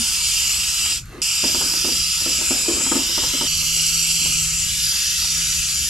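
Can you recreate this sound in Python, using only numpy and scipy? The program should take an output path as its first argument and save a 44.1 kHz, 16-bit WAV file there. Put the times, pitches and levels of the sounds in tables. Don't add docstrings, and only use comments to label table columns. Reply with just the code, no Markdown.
import sys
import numpy as np
from scipy import signal
from scipy.io import wavfile
from scipy.ndimage import uniform_filter1d

SR = 44100
rng = np.random.default_rng(int(sys.argv[2]) if len(sys.argv) > 2 else 0)


def linear_from_db(decibels):
    return 10 ** (np.asarray(decibels, float) / 20)


def master(y):
    cut = np.clip(np.atleast_2d(y).T, -1, 1)
    pcm = np.round(cut * 32767)
    wavfile.write(sys.argv[1], SR, pcm.astype(np.int16))


N = 259749
FRAME = 1024
BINS = np.fft.rfftfreq(FRAME, 1 / SR)

SPOTS = [0, 1.2175, 3.471, 5.9]

# time in seconds, nearness in dB, swing across the view,
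# upward tilt, drop towards the bench (these three in units of pose, 0 = usual).
POSE = [
    [(0, 0, 0.58, -0.066, 0.21), (.35, 0.8, 0.27, 0.25, 0.55), (.9, 0.2, -0.75, 0.017, -0.6)],
    [(1.22, -0.5, 0.48, 1, 1), (1.7, 1, 1.26, 0.9, 0.44), (2.1, .2, 2.3, 1.8, -0.24),
     (2.5, 0, -1, -0.5, 0.42), (2.92, -0.7, -1.4, -0.3, -0.4), (3.15, 0.3, 1.8, 4, -0.8),
     (3.47, -0.1, -0.8, 3, -1.2)],
    [(3.47, -1, -0.41, 0.47, 1.6), (3.85, 1.45, -0.54, 0.027, 1.3), (4.25, 0.75, -0.76, 0.088, 1.7),
     (4.6, -0.7, -1.64, -0.61, -0.92), (4.85, 0.6, 1.2, -0.91, -1.6), (5.15, 1, 1.2, 0.5, -1.8),
     (5.55, 0.5, -0.43, -0.3, -0.5), (5.89, -1, 0.74, -1.4, -1.7)],
]
# time in seconds, flow in dB.
VALVE = [(.93, 0.5), (.98, -5.5), (1.01, -24.5), (1.04, -36), (1.07, -41), (1.2, -64)]
TUBE_HZ = [(2810, 4830, 5800, 7050, 7960, 9220), (2574, 4964, 5720, 7160, 7760, 9980),
           (2875, 4745, 5730, 7000, 7670, 10700)]
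TUBE_DB = [(-30.5, -29, -36, -44, -31.5, -31), (-33, -28, -34, -27.5, -29, -34),
           (-33.5, -27, -28, -29.5, -31, -34)]
TUBE_WIDTH_HZ = [640, 584, 478, 510, 443]
# dB per unit of swing, of tilt, of drop.
BEAMS = [(-1.5, 2.5, 3.25), (3, -0.16, 1.9), (2, 1, 1.2), (-1, -3.5, 0.13), (-4.5, -0.5, 1.5),
         (2.5, -3.5, 0.98)]
# pitch in Hz, width in Hz, level in dB.
GRIP = [(1279, 140, -50), (967, 60, -61)]
FIRST_HZ_PER_TILT, SECOND_HZ_PER_DROP, PLATE_HZ_PER_SWING = 153, -68, 200
PLATE_WIDTH_HZ = 1150
BENCH_HZ = (3930, 3990, 3610)
BENCH_DB_PER_TILT, BENCH_DB_PER_DROP = 1, -3
PAN_DB_PER_DROP = -0.46

# frequency in Hz, level in dB per Hz.
FIZZ_POTS = [(410, -59), (700, -29), (905, -14.5), (1090, -23.5), (1270, -11.5), (1910, -15), (2690, -3),
             (4330, -5), (5070, 3), (6320, -3.5), (7050, 4.5), (8900, -9.5), (13000, -18)]
# frequency in Hz, level in dB per Hz.
FIZZ_BASKET = [(410, -69), (700, -68), (916, -14), (1110, -26), (1290, -12.5), (1930, -20.5), (2890, -3.5),
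               (4220, -10), (4950, 0.5), (6320, -7), (7050, -1.5), (9230, -8.5), (10300, -12), (13000, -23)]
# frequency in Hz, level in dB per Hz.
FIZZ_TRAY = [(410, -62), (700, -38), (1140, -26), (1290, -15.5), (1880, -17), (2690, -3), (3690, -9),
             (4660, -4), (6320, -2.5), (7140, -5.5), (8470, -7.5), (11500, -11.5), (13000, -17)]
# frequency in Hz, gain in dB.
TOP = [(12400, 0), (13200, -3), (14500, -14)]
# frequency in Hz, level in dB per Hz.
WET = [(150, -27), (240, 2.5), (504, -7.5), (939, -14.5), (1140, -11.5), (1340, -17), (1980, -16.5),
       (2200, -19), (14000, -51)]
WET_DB = (-58, -67, -59)
# frequency in Hz, level in dB per Hz.
DRAIN = [(530, -52), (900, -26), (1130, -8), (1550, -9), (1990, -17), (2150, -12), (13500, -25.5)]
# time in seconds, level in dB.
DRAIN_DB = [(1, -53), (1.07, -47), (1.12, -44.5), (1.2, -44)]
# middle in seconds, level in dB, half length in seconds.
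RUSTLES = [(.3, -59, 0.25), (0.905, -48.5, 0.082), (1.174, -42, 0.048), (3.86, -51, 0.22),
           (4.266, -50, .045), (5.35, -59, 0.16)]
FIZZ_DB, FIZZ_DB_PER_SWING = (-32, -30, -30), -0.2
DRIBBLE_DB = 9
SPLASH_DB, SPLASH_T60_S = -16, 0.51

# frequency in Hz, level in dB per Hz.
RUMBLE = [(12, -31), (22, -4.5), (57, 12.5), (90, -1), (125, 0.5), (190, -6.5), (290, -30), (400, -47),
          (600, -66), (900, -120)]
# middle in seconds, level in dB.
GUSTS = [(.3, -39), (1.04, -37.5), (1.55, -37), (2.05, -34), (3.25, -36), (3.62, -33.5), (4.45, -32.5),
         (4.67, -34), (4.83, -38), (5.55, -40), (5.85, -42)]
RUMBLE_DB = (-38, -39, -36.5)
GUST_S, GUSTY_DB = 0.078, 1

# time in seconds, level in dB.
HUM = [(0, -53), (1.2, -53.5), (1.5, -47), (2.5, -48), (3.3, -50), (3.6, -40.5), (4.55, -39), (4.71, -49),
       (4.84, -43.5), (4.99, -54), (5.38, -40), (5.89, -48.5)]
HUM_HZ = 163

# pitch in Hz, level in dB, t60 in seconds.
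POT = (230, -25, 0.14)
# start in seconds, peak in dB, brightness in dB, lean to the deepest mode in dB.
DRIPS = [(1.438, -15.5, -7.5, -4), (1.476, -31, -4, 5), (1.546, -19, -0.5, -3), (1.612, -20.5, 3, -12),
         (1.736, -27.5, 4.5, -3), (1.846, -18, -4, -1), (1.885, -24.5, -1.5, -24), (2.212, -31.5, -4, -10),
         (2.261, -18.5, -14, -5.5), (2.297, -44, -14, -6), (2.385, -29, -13, -1), (2.413, -24.5, -4, -3),
         (2.507, -14.5, -5, 6), (2.539, -29, -13, 1), (2.658, -38, 5, 0), (2.682, -12.5, -15, -0.5),
         (2.767, -19.5, -15, 1), (2.806, -21.5, 0, 1), (2.864, -24.5, 6.5, 9), (2.917, -13, 1, -11),
         (2.954, -16, -3, 15), (2.963, -18, -14, -25), (3.013, -41, -1, 0), (3.093, -26.5, -6, -12),
         (3.177, -18.5, 0, -4), (3.234, -23, 2.5, -8), (3.337, -21, -10, 4), (3.411, -20, 2, -1),
         (3.433, -25, -5, -5)]
# start in seconds, peak in dB, brightness in dB, lean in dB.
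STRAYS = [(0.86, -42, 15, -6), (1.168, -39, -14, -13), (3.622, -36, -1, -7), (3.764, -34, -6, -1),
          (4.215, -36, -13, 23), (4.259, -28, -9, -8), (4.925, -52, 21, 2), (4.954, -49, 17, 16),
          (5.222, -46, 18, 3), (5.245, -47, 19, 0), (5.379, -40, 0, 6)]
# pitch in Hz, level in dB, share of the t60.
WALLS = [(267, 0, 1.3), (334, 1, 1), (385, -9, .7), (506, -5, .75), (592, -7, .8)]
# pitch in Hz, level in dB, share of the t60.
RIM = [(830, 0, .3), (918, 6, .5), (1010, 1, .3), (1262, 4, .4), (1430, 3, .3), (1650, 2, .25),
       (2000, -3, .2)]
TUB_T60_S, TRAY_T60_S = 0.13, 0.069
TRAY_FACTOR = 1.7
SCATTER_DB = 2.5
# start in seconds, peak in dB.
TICKS = [(1.057, -37), (1.07, -56), (1.097, -42), (1.159, -50)]

# frequency in Hz, likeness 0-1.
SAME = [(60, .985), (300, .96), (700, .8), (1500, .78), (3000, .9), (4800, .88), (5600, .7), (6200, .45),
        (7000, .65), (7800, .7), (13500, .3)]
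# frequency in Hz, radians by which the left leads.
LEAD = [(100, -.05), (700, -.15), (1400, -.3), (2700, -.7), (3500, -.85), (4800, -.65), (5600, -.4),
        (6300, 0), (6900, .75), (7600, .2), (8300, 0)]
# frequency in Hz, left minus right in dB.
TILT = [(300, 1), (1300, 0), (2500, -2.5), (4800, -3), (6000, -2), (7000, 5), (8300, -0.5), (13000, .3)]
# time in seconds, frequency in Hz where the treble starts to drop out.
BANDWIDTH = [(0, 13700), (1.4, 13300), (1.55, 14000), (2.45, 14100), (2.5, 12900), (3, 13000), (3.1, 13650),
             (5.89, 13750)]
# frequency in Hz, chance 0-1 that a left-right difference band stays.
KEEP_SIDE = [(1700, 1), (2000, .8), (2400, .98), (7400, 1), (8000, .55), (8400, .006), (11500, .01),
             (11900, .45), (12500, .5), (13100, .15), (13700, 0)]


def evened(x):
    return x / np.sqrt(np.mean(x ** 2) + 1e-20)


def read(points, hz):
    f, value = np.transpose(points)
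    return np.interp(np.log(hz + 1), np.log(f + 1), value)


def columns(rows, t):
    s, *values = np.transpose(rows)
    return [np.interp(t, s, v) for v in values]


def unit(shape, lo=0, hi=SR):
    return shape / shape[(BINS >= lo) & (BINS < hi)].sum(0)


def peak(hz, width):
    return unit((1 + (2 * (BINS[:, None] - hz) / width) ** 2) ** -2.2)


def patches(frames, bins, long):
    z = rng.standard_normal((frames, len(BINS)))
    z = uniform_filter1d(z, long, 0)
    return evened(uniform_filter1d(z, bins, 1)).T


def swells(rows, t):
    return sum(linear_from_db(2 * db) * np.exp(-((t - s) / half) ** 2) for s, db, half in rows)


def ports(shared, stray, hz):
    same = np.clip(read(SAME, hz), 0, 1)
    turn = np.exp(.5j * read(LEAD, hz))
    tilt = linear_from_db(read(TILT, hz) / 2)
    left = shared * turn * tilt
    right = (same * shared + np.sqrt(1 - same ** 2) * stray) / (turn * tilt)
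    mean_power = (tilt ** 2 + tilt ** -2. + 2 * same * (turn ** 2).real) / 4
    return np.array([left, right]) / np.sqrt(mean_power)


def noise(power, size=FRAME):
    a, b, c, d = rng.standard_normal(power.shape[::-1] + (4,)).T
    hz = np.fft.rfftfreq(size, 1 / SR)[:, None]
    z = ports(a + 1j * b, c + 1j * d, hz) * np.sqrt(power * 3 / 4)
    return signal.istft(z, nperseg=size, noverlap=size * 3 // 4)[1]


def valve_db(spot, t):
    return columns(VALVE, t)[0] * (spot == 0)


def wand(spot, t):
    near_db, swing, tilt, drop = columns(POSE[spot], t)
    levels_db = np.array(TUBE_DB[spot])[:, None] + near_db + np.array(BEAMS) @ [swing, tilt, drop]
    first, second, *upper, plate = TUBE_HZ[spot]
    first = first + FIRST_HZ_PER_TILT * tilt
    second = second + SECOND_HZ_PER_DROP * drop
    plate = plate + PLATE_HZ_PER_SWING * swing
    pitches = (first, second, *upper, plate)
    widths = (*TUBE_WIDTH_HZ, PLATE_WIDTH_HZ)
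    tube = sum(linear_from_db(2 * db) * peak(hz, width) for db, hz, width in zip(levels_db, pitches, widths))
    grip = sum(linear_from_db(2 * db) * peak(hz, width) for hz, width, db in GRIP)
    comb_db = 2.0 * patches(len(t), bins=3, long=22) + 1.23 * patches(len(t), bins=100, long=5)
    return (tube + grip) * linear_from_db(2 * (comb_db + valve_db(spot, t)))


def splashes(spot, t):
    here = [row[:2] for row in DRIPS + STRAYS if SPOTS[spot] < row[0] < SPOTS[spot + 1]]
    s, db = np.transpose(here)[:, :, None]
    fading_db = db + SPLASH_DB - 60 * abs(t - s) / SPLASH_T60_S
    return (linear_from_db(2 * fading_db) * (t > s)).sum(0)


def spray(spot, t):
    near_db, swing, *_ = columns(POSE[spot], t)
    flow_db = valve_db(spot, t)
    dribble_db = np.clip(-flow_db / 3, 0, DRIBBLE_DB)
    fizz_db = FIZZ_DB[spot] + near_db + FIZZ_DB_PER_SWING * swing + flow_db + dribble_db
    colour = [FIZZ_POTS, FIZZ_BASKET, FIZZ_TRAY][spot][:-1]
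    jets = unit(linear_from_db(2 * (read(colour, BINS) + read(TOP, BINS))), lo=8590, hi=12580)[:, None] * linear_from_db(2 * fizz_db)
    rustles = swells([row for row in RUSTLES if row[0] > SPOTS[spot]], t)
    patter = linear_from_db(2 * (WET_DB[spot] + flow_db)) + rustles + splashes(spot, t)
    wet = unit(linear_from_db(2 * read(WET, BINS)), lo=300, hi=970)[:, None] * patter
    drain_db = columns(DRAIN_DB, t)[0] - 99 * (spot > 0)
    drain = unit(linear_from_db(2 * read(DRAIN, BINS)))[:, None] * linear_from_db(2 * drain_db)
    flicker_db = 2.9 * patches(len(t), bins=4, long=25) + 0.47 * patches(len(t), bins=90, long=2)
    return (jets + wet + drain) * linear_from_db(2 * flicker_db)


def bench(spot, t):
    _, _, tilt, drop = columns(POSE[spot], t)
    dips = sum(np.exp(-((BINS[:, None] - BENCH_HZ[spot] / k) / 280) ** 2) for k in (1, 2))
    return linear_from_db(2 * (BENCH_DB_PER_TILT * tilt + BENCH_DB_PER_DROP * drop) * dips)


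def thrift(x, start):
    mid_side = [x[0] + x[1], x[0] - x[1]]
    hz, t, z = signal.stft(mid_side, SR, "cosine", nperseg=2048, noverlap=1024)
    luck = rng.random((len(t) // 2 + 1, 65, 2)).repeat(2, 0)[:len(t)].T
    band_hz = (np.arange(65)[:, None] + .5) * 16 * hz[1]
    over = (band_hz - columns(BANDWIDTH, start + t)[0]) / 1300
    keep = luck < np.array([.4 - over, read(KEEP_SIDE, band_hz) + 0 * over])
    hole_chance = np.clip((hz[:, None] - 6000) / 70000, 0, 1)
    holes = rng.random((len(t), 257)).T.repeat(4, 0)[:len(hz)] < hole_chance
    z = z * keep[:, np.arange(len(hz)) // 16] * ~holes
    mid, side = signal.istft(z, SR, "cosine", nperseg=2048, noverlap=1024)[1]
    return np.array([mid + side, mid - side]) / 2


def rumble(spot, count):
    t = SPOTS[spot] + np.arange(count // 512 + 5) * 512 / SR
    hz = np.fft.rfftfreq(2048, 1 / SR)
    shape = linear_from_db(2 * read(RUMBLE, hz))
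    shape = shape / shape[(hz >= 30) & (hz < 130)].sum()
    level = linear_from_db(2 * RUMBLE_DB[spot]) + swells([(*gust, GUST_S) for gust in GUSTS], t)
    restless = evened(uniform_filter1d(rng.standard_normal(len(t)), size=6))
    level = level * linear_from_db(2 * GUSTY_DB * restless)
    return noise(shape[:, None] * level, size=2048)[:, :count]


def fan():
    wander = evened(signal.resample(rng.standard_normal((2, 90)), N, axis=1))
    turns = np.cumsum(HUM_HZ + 1.2 * wander[0]) / SR
    level_db = columns(HUM, np.arange(N) / SR)[0] + 1.2 * wander[1]
    return np.sqrt(2) * linear_from_db(level_db) * np.sin(2 * np.pi * turns + np.array([[-.13], [.13]]))


def clay_pot():
    t, out = np.arange(12000) / SR, np.zeros(N)
    hz, db, t60 = POT
    out[:len(t)] = linear_from_db(db - 60 * t / t60) * np.sin(2 * np.pi * hz * t)
    return out


def drips():
    t, out = np.arange(12000) / SR, np.zeros(N + 12000)
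    spread, rise = .01, 1 - np.exp(-t / .0009)
    rows = DRIPS + STRAYS
    for (s, db, bright_db, lean_db), luck in zip(rows, rng.standard_normal((len(rows), 24))):
        smaller, t60 = (TRAY_FACTOR, TRAY_T60_S) if s > SPOTS[2] else (1, TUB_T60_S)
        modes = WALLS[:1] + [(hz * smaller, d, share) for hz, d, share in WALLS[1:]] + RIM
        ring = []
        for (hz, d, share), u, v in zip(modes, luck[:12], luck[12:]):
            decay = linear_from_db(d + SCATTER_DB * u - 60 * t / (share * max(t60, .02)))
            ring.append(decay * np.sin(2 * np.pi * hz * (1 + spread * v) * t))
        walls = linear_from_db(lean_db) * ring[0] + sum(ring[1:len(WALLS)])
        rim = sum(ring[len(WALLS):])
        sound = walls / abs(walls).max() + linear_from_db(bright_db + 3.5) * rim / abs(rim).max()
        out[round(s * SR):][:len(t)] += linear_from_db(db + 2.0) * sound * rise
    return out[:N]


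def last_droplets():
    t, out = np.arange(12000) / SR, np.zeros(N)
    for s, db in TICKS:
        out[round(s * SR):][:len(t)] += linear_from_db(db - 60 * t / .006) * np.sin(2 * np.pi * 11600 * t)
    return out


def greenhouse(x):
    at = np.arange(200, 9000, 20) + rng.integers(0, 20, (2, 440))
    taps = np.zeros((2, 9100))
    echoes = rng.choice([-1., 1.], at.shape) * linear_from_db(-60 * at / SR / 0.4)
    np.put_along_axis(taps, at, echoes, 1)
    wet = signal.oaconvolve(x[None], taps / np.linalg.norm(taps[0]), axes=1)[:, :N]
    return x * linear_from_db([[.4], [-.4]]) + linear_from_db(-10.5) * (wet + .35 * wet[::-1])


def scene():
    out = np.zeros((2, N))
    tub = greenhouse(clay_pot() + drips() + last_droplets())
    edges = np.minimum(np.round(np.array(SPOTS) * SR).astype(int), N)
    for spot, (a, b) in enumerate(zip(edges, edges[1:])):
        t = SPOTS[spot] + np.arange((b - a) * 4 // FRAME + 12) * FRAME / 4 / SR
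        water = noise((wand(spot, t) + spray(spot, t)) * bench(spot, t))
        water = thrift(water, start=SPOTS[spot])
        lean_db = PAN_DB_PER_DROP * columns(POSE[spot], np.arange(a, b) / SR)[3]
        out[:, a:b] = water[:, :b - a] * linear_from_db(lean_db * [[.5], [-.5]]) + rumble(spot, count=b - a)
        tub[:, a:b] *= 1 - (spot > 0) * np.exp(-(np.arange(b - a) / (.1 * SR)) ** 4)
    return out + tub + fan()


def roll_off(x):
    return signal.sosfilt(signal.butter(12, 14660, fs=SR, output="sos"), x)


def record(dry):
    return roll_off(dry)


dry = scene()
out = record(dry)
master(out)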